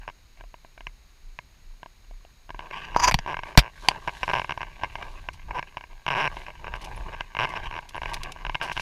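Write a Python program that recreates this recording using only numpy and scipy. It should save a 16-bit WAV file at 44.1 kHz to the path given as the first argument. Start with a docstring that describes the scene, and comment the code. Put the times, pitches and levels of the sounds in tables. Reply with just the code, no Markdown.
"""First come a quiet hiss, a deep throb and a brush of cloth, then a short creak: the mount of a body-worn camera.
A walker in crampons and waterproofs stands on gritty glacier ice, lifts a strap over the head and walks on.
The mount sticks and slips, and each slip rings the plastic case; near three seconds the strap scrapes and knocks it.
Sparse random clicks make the friction of cloth and strap and the crunch of spikes in ice.
Filtered noise makes the dull sway of the body, and short low tones make the throb."""
import sys
import numpy as np
from scipy import signal
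from scipy.fft import rfft, irfft, next_fast_len
from scipy.io import wavfile
from scipy.ndimage import uniform_filter1d

SR = 44100
rng = np.random.default_rng(int(sys.argv[2]) if len(sys.argv) > 2 else 0)


def int16_out(signal):
    """Quantize to a 16-bit WAV file."""
    q = np.round(np.clip(np.atleast_2d(signal).T, -1, 1) * 32767)
    wavfile.write(sys.argv[1], SR, q.astype(np.int16))


N = 388521
TIME = np.arange(N) / SR  # seconds


def amp(db):
    """Turns decibels into gain."""
    return 10 ** (np.asarray(db) / 20)


def evened(x):
    """Scales a sound to an rms of one."""
    return x / np.sqrt(np.mean(x ** 2) + 1e-20)


def curve(rows):
    """Joins (time, value) points by straight lines, giving a value at every sample."""
    times, values = np.transpose(rows)
    return np.interp(TIME, times, values)


def add(mix, start_s, sound):
    """Lays a sound into the mix at its start time."""
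    part = mix[max(round(start_s * SR), 0):][:len(sound)]
    part += sound[:len(part)]


def coloured(x, points):
    """Filters x by a smooth curve of (pitch, level) points, then evens it."""
    hz, db = np.transpose(points)
    bins_hz = np.fft.rfftfreq(len(x), 1 / SR)
    gain = amp(np.interp(np.log(bins_hz + 1), np.log(hz), db))
    return evened(irfft(rfft(x) * gain, len(x)))


def noise(points):
    """Makes steady random noise with a given spectrum."""
    return coloured(rng.standard_normal(next_fast_len(N)), points)[:N]


def ring(modes, bright_db=0, size=3000):
    """A tap on a body: each mode is a dying sine, and neighbours move in opposite directions; peak one."""
    t = np.arange(size) / SR
    out = np.zeros(size)
    for k, (hz, width_hz, db) in enumerate(modes):
        # brightness tilts the levels around 1400 Hz, but no further below 700 or above 2600 Hz
        octaves = np.log2(np.clip(hz, 700, 2600) / 1400)
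        strength = amp(db + bright_db * octaves) * width_hz
        decay = np.exp(-np.pi * width_hz * t)  # a wider mode dies sooner
        out += (-1) ** k * strength * decay * np.sin(2 * np.pi * hz * t)
    return out / abs(out).max()


def grains(size, per_s, spread_db):
    """Scatters sparse clicks of random sign, mostly small and a few large."""
    strength = amp(spread_db * np.minimum(rng.exponential(1, size), 4))
    sign = rng.choice([-1., 1.], size)
    return strength * sign * (rng.random(size) < per_s / SR)


def swells(rows):
    """Adds up the power of smooth swells, each centred on its time; 1/e at half_s to either side."""
    return sum(amp(2 * db) * np.exp(-np.minimum(((TIME - s) / half_s) ** 2, 60))
               for s, db, half_s in rows)


# spectrum of the hiss: pitch_hz, level_db (relative)
HISS_COLOUR = [(88, -44), (150, -2), (481, -10), (912, -9), (1370, -9.5), (1540, -9.5), (1980, -9),
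               (2310, -8), (3480, -14), (3910, -6.5), (5990, -17.5), (6600, -11.5), (7270, -21),
               (13800, -23.5), (15500, -29)]
# faint electronic tones: pitch_hz, level_db (rms)
WHINE_TONES = [(2326, -80.5), (6422, -82.5), (6648, -86), (6675, -76), (13324, -87.5)]


def hiss(level_db=-62.5):
    """The microphone's own hiss is steady noise; its faint whine is a few steady sines."""
    whine = sum(amp(db) * np.sqrt(2) * np.sin(2 * np.pi * hz * TIME) for hz, db in WHINE_TONES)
    return amp(level_db) * noise(HISS_COLOUR) + whine


# strength of the throb, weaker while the arms are raised: time_s, level_db (before random scatter)
THROB_STRENGTH = [(0, -36.5), (2.6, -36.5), (4.2, -41), (4.7, -41), (5.5, -37.5), (8.8, -36)]


def throb(first_s=0.019, every_s=0.423, half_s=0.061, pitch_hz=30.3, scatter_db=1.5, detune=0.14):
    """An even, deep throb, probably the walker's pulse pushing on the mount: swelling bursts of a low sine."""
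    out = np.zeros(N)
    for s in np.arange(first_s, N / SR, every_s):
        near = abs(TIME - s) < every_s / 2
        age = TIME[near] - s
        size, pitch, phase = rng.standard_normal(3)
        push = np.sin(2 * np.pi * (pitch_hz * np.exp(detune * pitch) * age + phase))
        out[near] += amp(scatter_db * size) * np.exp(-(age / half_s) ** 2) * push
    return amp(curve(THROB_STRENGTH)) * out


# spectrum of the body's rumble: pitch_hz, level_db (relative)
SWAY_SPECTRUM = [(10, -19.5), (22, 1.5), (33, -5), (55, -7.5), (80, -15.5), (120, -20.5), (200, -36),
                 (400, -43), (900, -77)]
# shifts of the body's weight: centre_s, level_db, half_s
WEIGHT_SHIFTS = [(3.09, -31, 0.1), (5.15, -41.5, .25), (5.51, -36, 0.065), (6.33, -37.5, 0.05),
                 (6.72, -40, 0.11), (7.01, -33, 0.075), (7.66, -36, 0.066), (8.05, -37, 0.055),
                 (8.2, -35, 0.065), (8.49, -38.5, 0.041), (8.8, -40, 0.057)]
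# restlessness of the body, also the jacket's constant light rubbing: time_s, level_db (relative)
RESTLESSNESS = [(0, -72), (0.3, -77.5), (2.47, -75.5), (2.62, -50.5), (3.3, -52.5), (3.76, -59),
                (4.05, -49), (4.6, -50.5), (5.3, -58), (5.62, -57.5), (6.02, -64.5), (6.3, -53.5),
                (7.2, -48.5), (7.31, -55.5), (7.45, -47), (7.87, -53.5), (8.2, -49.5), (8.81, -55.5)]


def sway(still_db=-53, restless_db=2, size=2500):
    """Body movement reaches the microphone as a soft, lumpy rumble that swells with each shift of weight."""
    rumble = noise(SWAY_SPECTRUM)
    rumble = rumble / np.sqrt(uniform_filter1d(rumble ** 2, size) + 0.15)  # tames the largest lumps
    restless_power = amp(2 * (curve(RESTLESSNESS) + restless_db))
    power = swells(WEIGHT_SHIFTS) + amp(2 * still_db) + restless_power
    return np.sqrt(power) * rumble


# waterproof cloth sliding as an arm or leg swings: centre_s, level_db, half_s
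CLOTH_SWISHES = [(2.8, -65, 0.072), (3.48, -56.5, 0.03), (3.86, -52.5, 0.067), (4.26, -52.5, 0.17),
                 (5.05, -59.5, .18), (6.18, -62, 0.081), (6.38, -56, 0.065), (6.95, -60, 0.11),
                 (7.46, -61, 0.059), (7.72, -65, 0.099), (8.12, -57, 0.092), (8.54, -64, 0.055),
                 (8.8, -50.5, 0.062)]
# spectrum of the sliding weave: pitch_hz, level_db (relative)
WEAVE_COLOUR = [(2500, 3), (3900, 10.5), (5000, 2), (6500, 1), (8100, -4.5), (9500, -6.5), (11200, -4),
                (13000, -16), (16000, -21)]


def jacket_swish(light_db=-18):
    """The sliding weave makes a thin swish from dense, coloured clicks; light rubbing adds a little."""
    weave = coloured(grains(next_fast_len(N), per_s=9000, spread_db=6.0), WEAVE_COLOUR)[:N]
    light_power = amp(light_db + curve(RESTLESSNESS)) ** 2
    return np.sqrt(swells(CLOTH_SWISHES) + light_power) * weave


def stroke(start_s, length_s, attack_s=0.013, release_s=0.011):
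    """Loudness of one rub: the cloth takes hold, slides evenly and lets go."""
    age = TIME - start_s
    take_hold = np.clip(age / attack_s, 0, 1)
    let_go = np.exp(-np.clip((age - length_s) / release_s, 0, 20))
    return take_hold * let_go


def shifting(x, depth_db):
    """The point of contact wanders, so resonances come and go for a few hundredths of a second."""
    z = signal.stft(x, nperseg=512, noverlap=384)[2]
    patches = uniform_filter1d(rng.standard_normal(z.shape), size=4, axis=0)  # across pitch
    patches = evened(uniform_filter1d(patches, size=18, axis=1))  # across time
    return evened(signal.istft(z * amp(depth_db * patches), nperseg=512, noverlap=384)[1][:N])


# strokes of the jacket across the mount:
# start_s, length_s, level_db (relative), harshness_db (extra treble), scuff_pitch_hz (before random detuning)
JACKET_STROKES = [(0.0, 0.04, -56, 6, 1600), (0.367, 0.038, -60, 11, 700), (2.716, 0.14, -45.5, 13.5, 2600),
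                  (2.849, 0.14, -44, 6, 1047), (3.444, 0.093, -47.5, 3, 1040), (3.821, 0.08, -41, -5, 1052),
                  (3.919, 0.065, -40, 2, 975), (4.805, 0.065, -44, 2, 900), (4.968, 0.13, -45.5, 4, 860),
                  (5.125, 0.073, -51, 7.5, 1030), (5.479, 0.09, -42.5, -3, 960),
                  (5.661, 0.031, -50, 6, 2600), (5.891, 0.042, -52.5, 6.5, 1050),
                  (6.295, 0.0352, -46, 2, 1080), (6.359, 0.06, -47, 6, 680), (6.475, 0.032, -46, -6, 556),
                  (6.588, 0.2, -47.5, 0.5, 930), (6.808, 0.1256, -44, -4, 850), (6.954, 0.07, -48, -4, 650),
                  (7.048, 0.05, -39, -7, 918), (7.454, 0.15, -43, 6.5, 953),
                  (7.616, 0.055, -41.5, 8.5, 2288), (7.713, 0.076, -46, 4, 995),
                  (7.966, 0.019, -45.5, 4, 2344), (8.04, 0.13, -42.5, 9, 849), (8.23, 0.085, -41.5, 2, 780),
                  (8.391, 0.1, -48.5, 1, 1066), (8.595, 0.12, -42.5, 7.5, 960),
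                  (8.751, 0.043, -50.5, 5, 1000)]
# low part of the rubbing: pitch_hz, level_db (relative)
RUB_BASS_COLOUR = [(40, -39), (90, -3), (150, 8), (250, -9.5), (400, -0.5), (700, -15), (2000, -61)]
# the case as the mount and the cloth ring it: pitch_hz, width_hz, level_db (relative, before brightness)
CASE_MODES = [(387, 126, -9), (593, 166, -5.5), (973.3, 127.5, 5.5), (1151, 138, -2), (1581, 109, 2),
              (2121, 34, -2.5), (2262, 49, -0.5), (2526, 486, -3), (2865, 354, -2.5), (3920, 93, -20.5),
              (4550, 89, -23.5), (5270, 170, -21.5), (5675, 160, -22.5), (7830, 3700, -46.5),
              (11000, 4600, -58.5)]


def jacket_rub(rub_db=-1, bright_db=-3, bass_db=-9, light_harsh_db=7, split_hz=1500, hollow_db=-9,
               slips_per_s=1800, typical_db=-45):
    """Tiny slips of cloth sound through the case, sparse when the cloth barely moves."""
    light = amp(curve(RESTLESSNESS))
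    power, harsh_power = light ** 2, (light * amp(light_harsh_db)) ** 2
    for start_s, length_s, db, harsh_db, _ in JACKET_STROKES:
        stroke_power = (amp(db) * stroke(start_s, length_s)) ** 2
        power = power + stroke_power
        harsh_power = harsh_power + stroke_power * amp(2 * harsh_db)
    level, harsh_level = np.sqrt(power), np.sqrt(harsh_power)
    density = slips_per_s * np.sqrt(level / amp(typical_db))
    # broad contact favours the hollow of the case
    body = ring(CASE_MODES, bright_db) + amp(hollow_db) * ring([(1105, 74, 0)])
    slips = grains(N, density, spread_db=6.0) / np.sqrt(density)
    friction = shifting(signal.oaconvolve(slips, body)[:N], depth_db=3.5)
    upper = signal.sosfiltfilt(signal.butter(2, split_hz, "high", fs=SR, output="sos"), friction)
    lower = friction - upper + amp(bass_db) * noise(RUB_BASS_COLOUR)
    return amp(rub_db) * (level * lower + harsh_level * upper)


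def scuffs(scuff_db=-5, width_hz=130, slips_per_s=1500, detune=0.027):
    """Each jacket stroke presses on its own spot and draws a short, rough note from it."""
    out, release = np.zeros(N), SR // 10
    for start_s, length_s, db, _, hz in JACKET_STROKES:
        envelope = stroke(start_s, length_s)[max(round(start_s * SR), 0):]
        envelope = envelope[:round(length_s * SR) + release]
        mode = ring([(hz * (1 + detune * rng.standard_normal()), width_hz, 0)])
        friction = grains(SR // 2, per_s=slips_per_s, spread_db=4.5)
        note = signal.fftconvolve(friction, mode)[:len(envelope)]
        add(out, start_s, amp(db + scuff_db) * envelope * evened(note))
    return out


# spikes breaking the ice: start_s, peak_db, decay_s
ICE_CRUNCHES = [(5.332, -37, 0.015), (6.757, -36.5, 0.0064), (6.814, -36, 0.0077), (6.826, -38, 0.0029),
                (6.843, -28.5, 0.0085), (7.491, -31, 0.01), (7.64, -36, 0.012), (7.806, -42, 0.004),
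                (7.89, -27, 0.0059), (8.095, -33, 0.0047), (8.135, -23, 0.0023), (8.1412, -17.5, 0.005),
                (8.233, -20, 0.0036), (8.32, -26, 0.0031), (8.625, -26.5, 0.031), (8.722, -27, 0.0082),
                (8.798, -24, 0.0083)]
# thin metal tinks of the spikes: start_s, peak_db, pitch_hz
SPIKE_TINKS = [(6.963, -46, 10740), (7.962, -49, 10760)]


def crampons(tink_decay_s=0.0068):
    """Each bite of the spikes is a dying shower of brittle grains; now and then steel tinks."""
    out, t = np.zeros(N), np.arange(SR // 5) / SR
    # modes of a breaking shard: pitch_hz, width_hz, level_db (relative)
    shard = ring([(2800, 710, 13.0), (4570, 1300, 8.5), (5850, 1270, 8.0),
                  (8800, 3600, 4.0), (10030, 3100, 4), (14000, 2800, -30.5)])
    for s, db, decay_s in ICE_CRUNCHES:
        breaking = grains(len(t), per_s=5000, spread_db=5.5) * np.exp(-t / max(decay_s, 1e-3))
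        shower = signal.fftconvolve(breaking, shard)
        add(out, s, amp(db) * shower / abs(shower).max())
    for s, db, hz in SPIKE_TINKS:
        add(out, s, amp(db) * np.exp(-t / tink_decay_s) * np.sin(2 * np.pi * hz * t))
    return out


# the strap sliding over the case: centre_s, pressure_db (relative), half_s
STRAP_SCRAPES = [(2.971, -23.5, 0.0066), (2.987, -27, 0.003), (3.002, -19.5, 0.0056), (3.031, -21.5, 0.013),
                 (3.045, -13.5, 0.0093), (3.059, -24, 0.011), (3.082, -11.5, 0.006), (3.095, -18, 0.0046)]
# the case as the strap scrapes it: pitch_hz, width_hz, level_db (relative)
SCRAPED_MODES = [(991, 32, 9), (1545, 50, -8.5), (2580, 910, -11), (3860, 320, -19.5), (4820, 190, -4),
                 (6020, 330, -8.5), (6740, 270, -11.5), (12100, 3500, -35.5)]


def strap(catch_s=2.9632, catch_db=-2, catch_hz=960, catch_width_hz=170, hollow_db=-2, edge_db=-5.0,
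          edge_growth=1.5):
    """Webbing catches on the case with a hollow tock and drags off it in jerks; the harder ones grate."""
    pressure = np.sqrt(sum(amp(2 * db) * np.exp(-((TIME - s) / half_s) ** 2)
                           for s, db, half_s in STRAP_SCRAPES))
    friction = grains(N, per_s=7000, spread_db=3.5)
    hollow = evened(signal.oaconvolve(friction, ring(SCRAPED_MODES[:1]))[:N])
    # the slipping locks onto the lowest mode, so its level is steadied
    hollow /= np.sqrt(uniform_filter1d(hollow ** 2, size=300) + 0.11)
    edge = evened(signal.oaconvolve(friction, ring(SCRAPED_MODES[1:]))[:N])
    grating = pressure.max() * (pressure / pressure.max()) ** edge_growth
    out = amp(hollow_db) * pressure * hollow + amp(edge_db) * grating * edge
    add(out, catch_s, amp(catch_db) * ring([(catch_hz, catch_width_hz, 0)]))
    return out


# blows of the strap and its buckle: start_s, crack_peak_db, brightness_db (per octave),
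# thump_db, rattle_decay_s, contact_hardness_hz (a harder contact keeps more treble)
STRAP_BLOWS = [(3.082, -21, -17, -30, 0.0015, 12000), (3.112, -8.5, -7, -44, 0.0041, 15000),
               (3.12, -13.5, -1, -31, 0.0023, 15000), (3.1428, -2, -3.5, -17, 0.0027, 15000),
               (3.189, -14.5, -7, -33.5, 0.0021, 9000), (3.575, 5, -4, -2.5, 0.0075, 15000),
               (3.585, -4.5, -6.5, -58, 0.0048, 15000), (3.591, -2.5, 30, -21.5, 0.0055, 15000),
               (3.886, 3.5, -1, -37, 0.001, 7940)]
# the case under a direct blow: pitch_hz, width_hz, level_db (relative, before random scatter)
STRUCK_MODES = [(700, 243, -8), (977, 210, -2), (1510, 600, -2), (2010, 830, 0.5), (2440, 230, 6),
                (2870, 620, -1.5), (3660, 890, -6), (4520, 380, -5), (4850, 180, -2.5), (5570, 200, -5.5),
                (7900, 7000, -18.5), (13300, 4900, -20.5)]


def knocks(rattle=0.086, scatter_db=3.0, buzz=0.016, buzz_decay_s=0.0079, thump_hz=42, thump_width_hz=26,
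           boom_hz=135, boom_width_hz=95, boom_db=3):
    """A sharp blow rings the case, loose parts rattle and buzz, and the whole camera bounces on its mount."""
    out, t = np.zeros(N), np.arange(SR // 10) / SR
    thump = ring([(thump_hz, thump_width_hz, 0)], size=len(t))
    thump += amp(boom_db) * ring([(boom_hz, boom_width_hz, 0)], size=len(t))
    for s, db, bright_db, thump_db, decay_s, hard_hz in STRAP_BLOWS:
        loose = rattle * np.exp(-t / max(decay_s, 1e-4)) + buzz * np.exp(-t / buzz_decay_s)
        force = rng.standard_normal(len(t)) * loose
        force[0] = 1  # the blow itself
        force = signal.lfilter(*signal.butter(2, min(hard_hz, SR / 2 - 1), fs=SR), force)
        modes = np.array(STRUCK_MODES, float)
        modes[:, 2] += scatter_db * rng.standard_normal(len(modes))  # each blow lands on another spot
        crack = signal.fftconvolve(force, ring(modes, bright_db))
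        add(out, s, amp(db) * crack / abs(crack).max())
        # pushed in, then springing back
        add(out, s + 0.00158, amp(thump_db) * np.hanning(round(0.0032 * SR)))
        add(out, s + 0.00473, -amp(thump_db) * thump)
    return out


def slip(bright_db, scatter_db, detune, soft_hz=6300, fizz_db=-36, flex_hz=140, flex_width_hz=70, flex_db=-21):
    """One slip rings the case, a little differently each time, sheds a fizz of friction and flexes the mount."""
    modes = np.array(CASE_MODES, float)
    modes[:, 0] *= 1 + detune * rng.standard_normal(len(modes))
    modes[:, 2] += scatter_db * rng.standard_normal(len(modes))
    click = signal.lfilter(*signal.butter(N=4, Wn=soft_hz, fs=SR), ring(modes, bright_db))
    age = np.arange(len(click)) / SR / .002  # in steps of 2 ms
    grit = coloured(rng.standard_normal(len(click)), [(3000, -14.0), (4600, -9), (5400, 13),
                                                      (6400, -3.5), (11000, -8.5), (15000, -22.0)])
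    fizz = amp(fizz_db) * grit * 2 * np.sqrt(age) * np.exp(-age)
    flex = amp(flex_db) * ring([(flex_hz, flex_width_hz, 0)])
    return click + fizz + flex


# single slips of the mount: start_s, level_db, brightness_db (per octave)
SINGLE_SLIPS = [(0.4092, -34, -4), (0.439, -44, 2), (0.542, -32.5, -3), (0.648, -40, -4), (0.7775, -35, 5),
                (0.807, -32, -0.5), (0.8688, -21, 1), (1.3889, -21.5, -0.5), (1.831, -28.5, -3),
                (1.8603, -32.5, -5), (2.111, -48, 2), (2.25, -44, 12), (2.4925, -30.5, -3),
                (2.5046, -24.5, 1.5), (2.5456, -30.5, -3), (2.7106, -25, -3), (2.947, -21.5, 0),
                (3.2622, -21.5, -1), (3.4342, -21.5, 2.5), (3.552, -25.5, -7), (4.313, -16.5, -2),
                (4.576, -19.5, -1), (4.9546, -18, -0.5), (5.0262, -22, -1), (5.2873, -17, -2),
                (5.509, -20, -2.5), (5.6274, -23, 1), (5.7704, -20, 0), (6.3692, -24, -3),
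                (6.9754, -28, -3), (7.2078, -16, 1), (7.538, -21, -6), (8.3617, -29.5, -5),
                (8.5461, -16.5, 3), (8.5529, -13, 2), (8.6136, -14, 2)]
# creaks, where slips follow in a run: start_s, end_s, start_rate and end_rate (slips per second, before
# jitter and rounding), start_level_db, end_level_db (before random scatter), brightness_db (per octave)
CREAK_RUNS = [(0.078, 0.0983, 102, 95, -20.5, -30, -1.5), (2.5925, 2.606, 77, 153, -22.5, -28.5, -1),
              (2.619, 2.688, 143, 163, -33.5, -43, -9), (3.276, 3.3307, 200, 139, -22, -22.5, -4),
              (3.343, 3.3908, 38, 49, -15.5, -19, -0.5), (3.615, 3.678, 103, 133, -26.5, -30, -2.5),
              (3.91, 3.915, 144, 150, -20.5, -20.5, -4), (4.076, 4.0926, 173, 102, -14, -19.5, -1),
              (4.2312, 4.243, 210, 215, -10, -27.5, -.5), (4.2789, 4.302, 95, 235, -14, -13, -2.5),
              (4.3342, 4.3392, 170, 170, -10, -12.5, -2.5), (4.3524, 4.384, 122, 143, -12, -18, -1.5),
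              (4.396, 4.4447, 49, 38, -14, -19.5, -1.5), (4.494, 4.5211, 64, 69, -16, -17.5, 0.5),
              (4.607, 4.6302, 115, 69, -22, -19.5, 0), (4.835, 4.844, 120, 142, -13, -18.5, -1),
              (5.545, 5.573, 520, 490, -32, -26.5, -5), (5.5789, 5.593, 141, 146, -20.5, -17, -1.5),
              (5.7795, 5.8392, 37, 34, -29, -29, 0), (6.0644, 6.0862, 68, 150, -13, -15, 1),
              (6.1035, 6.139, 145, 123, -13.5, -17, 0), (6.1501, 6.158, 117, 114, -14, -14, -0.5),
              (6.166, 6.211, 202, 213, -16, -14, -1.5), (6.2147, 6.2757, 155, 143, -17, -12.5, 0),
              (6.465, 6.503, 55, 48, -27.5, -29.5, 4), (6.6434, 6.6797, 40, 97, -22.5, -22.5, -3.5),
              (6.7386, 6.7623, 70, 102, -17.5, -28.5, -2.5), (7.12, 7.147, 115, 220, -32, -26.5, -3),
              (7.3496, 7.389, 56.5, 41.7, -19, -11.5, 1.5), (7.3977, 7.452, 96, 175, -12.5, -14, 0),
              (7.555, 7.5726, 230, 206, -24.5, -18.5, 0), (7.711, 7.7892, 76, 88, -24.5, -22.5, -.5),
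              (7.9455, 7.979, 111, 78, -23, -21, -3), (8.0177, 8.0574, 65, 43, -20, -16, -1.5),
              (8.4501, 8.496, 61, 36, -17.5, -17.5, 0), (8.62, 8.663, 223, 215, -20, -27.5, -1.5),
              (8.677, 8.716, 119, 53, -24.5, -16.5, 2), (8.7668, 8.796, 116, 48, -16.5, -16, 2.5)]


def mount(jitter=0.06, uneven_db=1.1, fizz_db=-35, fizz_db_per_octave=3, typical_per_s=120,
          tock_hz=690, tock_width_hz=130, tock_db=-40):
    """The joint sticks and slips: singly under slow strain, in runs under fast; quicker runs shed more fizz."""
    out = np.zeros(N)
    for s, db, bright_db in SINGLE_SLIPS:
        add(out, s, amp(db) * slip(bright_db, scatter_db=3.0, detune=0.014))
        # the joint reseats with a small tock, heard in the softest slips
        add(out, s, amp(tock_db) * ring([(tock_hz, tock_width_hz, 0)]))
    for start_s, end_s, rate0, rate1, db0, db1, bright_db in CREAK_RUNS:
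        rate = np.sqrt(rate0 * rate1)
        count = max(round((end_s - start_s) * rate), 1)
        gaps = np.exp(jitter * rng.standard_normal(count)) / np.geomspace(rate0, rate1, count)
        run_fizz_db = fizz_db + fizz_db_per_octave * np.log2(rate / typical_per_s)
        for share in np.append(0, np.cumsum(gaps)) / gaps.sum():  # from 0 at the start to 1 at the end
            db = db0 + (db1 - db0) * share + uneven_db * rng.standard_normal()
            sound = slip(bright_db, scatter_db=2.0, detune=0.0029, fizz_db=run_fizz_db)
            add(out, start_s + (end_s - start_s) * share, amp(db) * sound)
    return out


def scene():
    """Everything as it reaches the one microphone, from the background to the mount."""
    background = hiss() + throb() + sway()
    clothing = jacket_swish() + jacket_rub() + scuffs()
    return (background + clothing + crampons() + strap() + knocks() + mount())[None]


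def record(dry, ceiling=0.93, edge_hz=15600):
    """The hardest knocks overload the input and are rounded off; then a filter removes the highest treble."""
    clipped = dry / (1 + (dry / ceiling) ** 6) ** (1 / 6)
    lowpass = signal.firwin(255, edge_hz, window=("kaiser", 9), fs=SR)
    return signal.oaconvolve(clipped, lowpass[None], "same")


dry = scene()
out = record(dry)
int16_out(out)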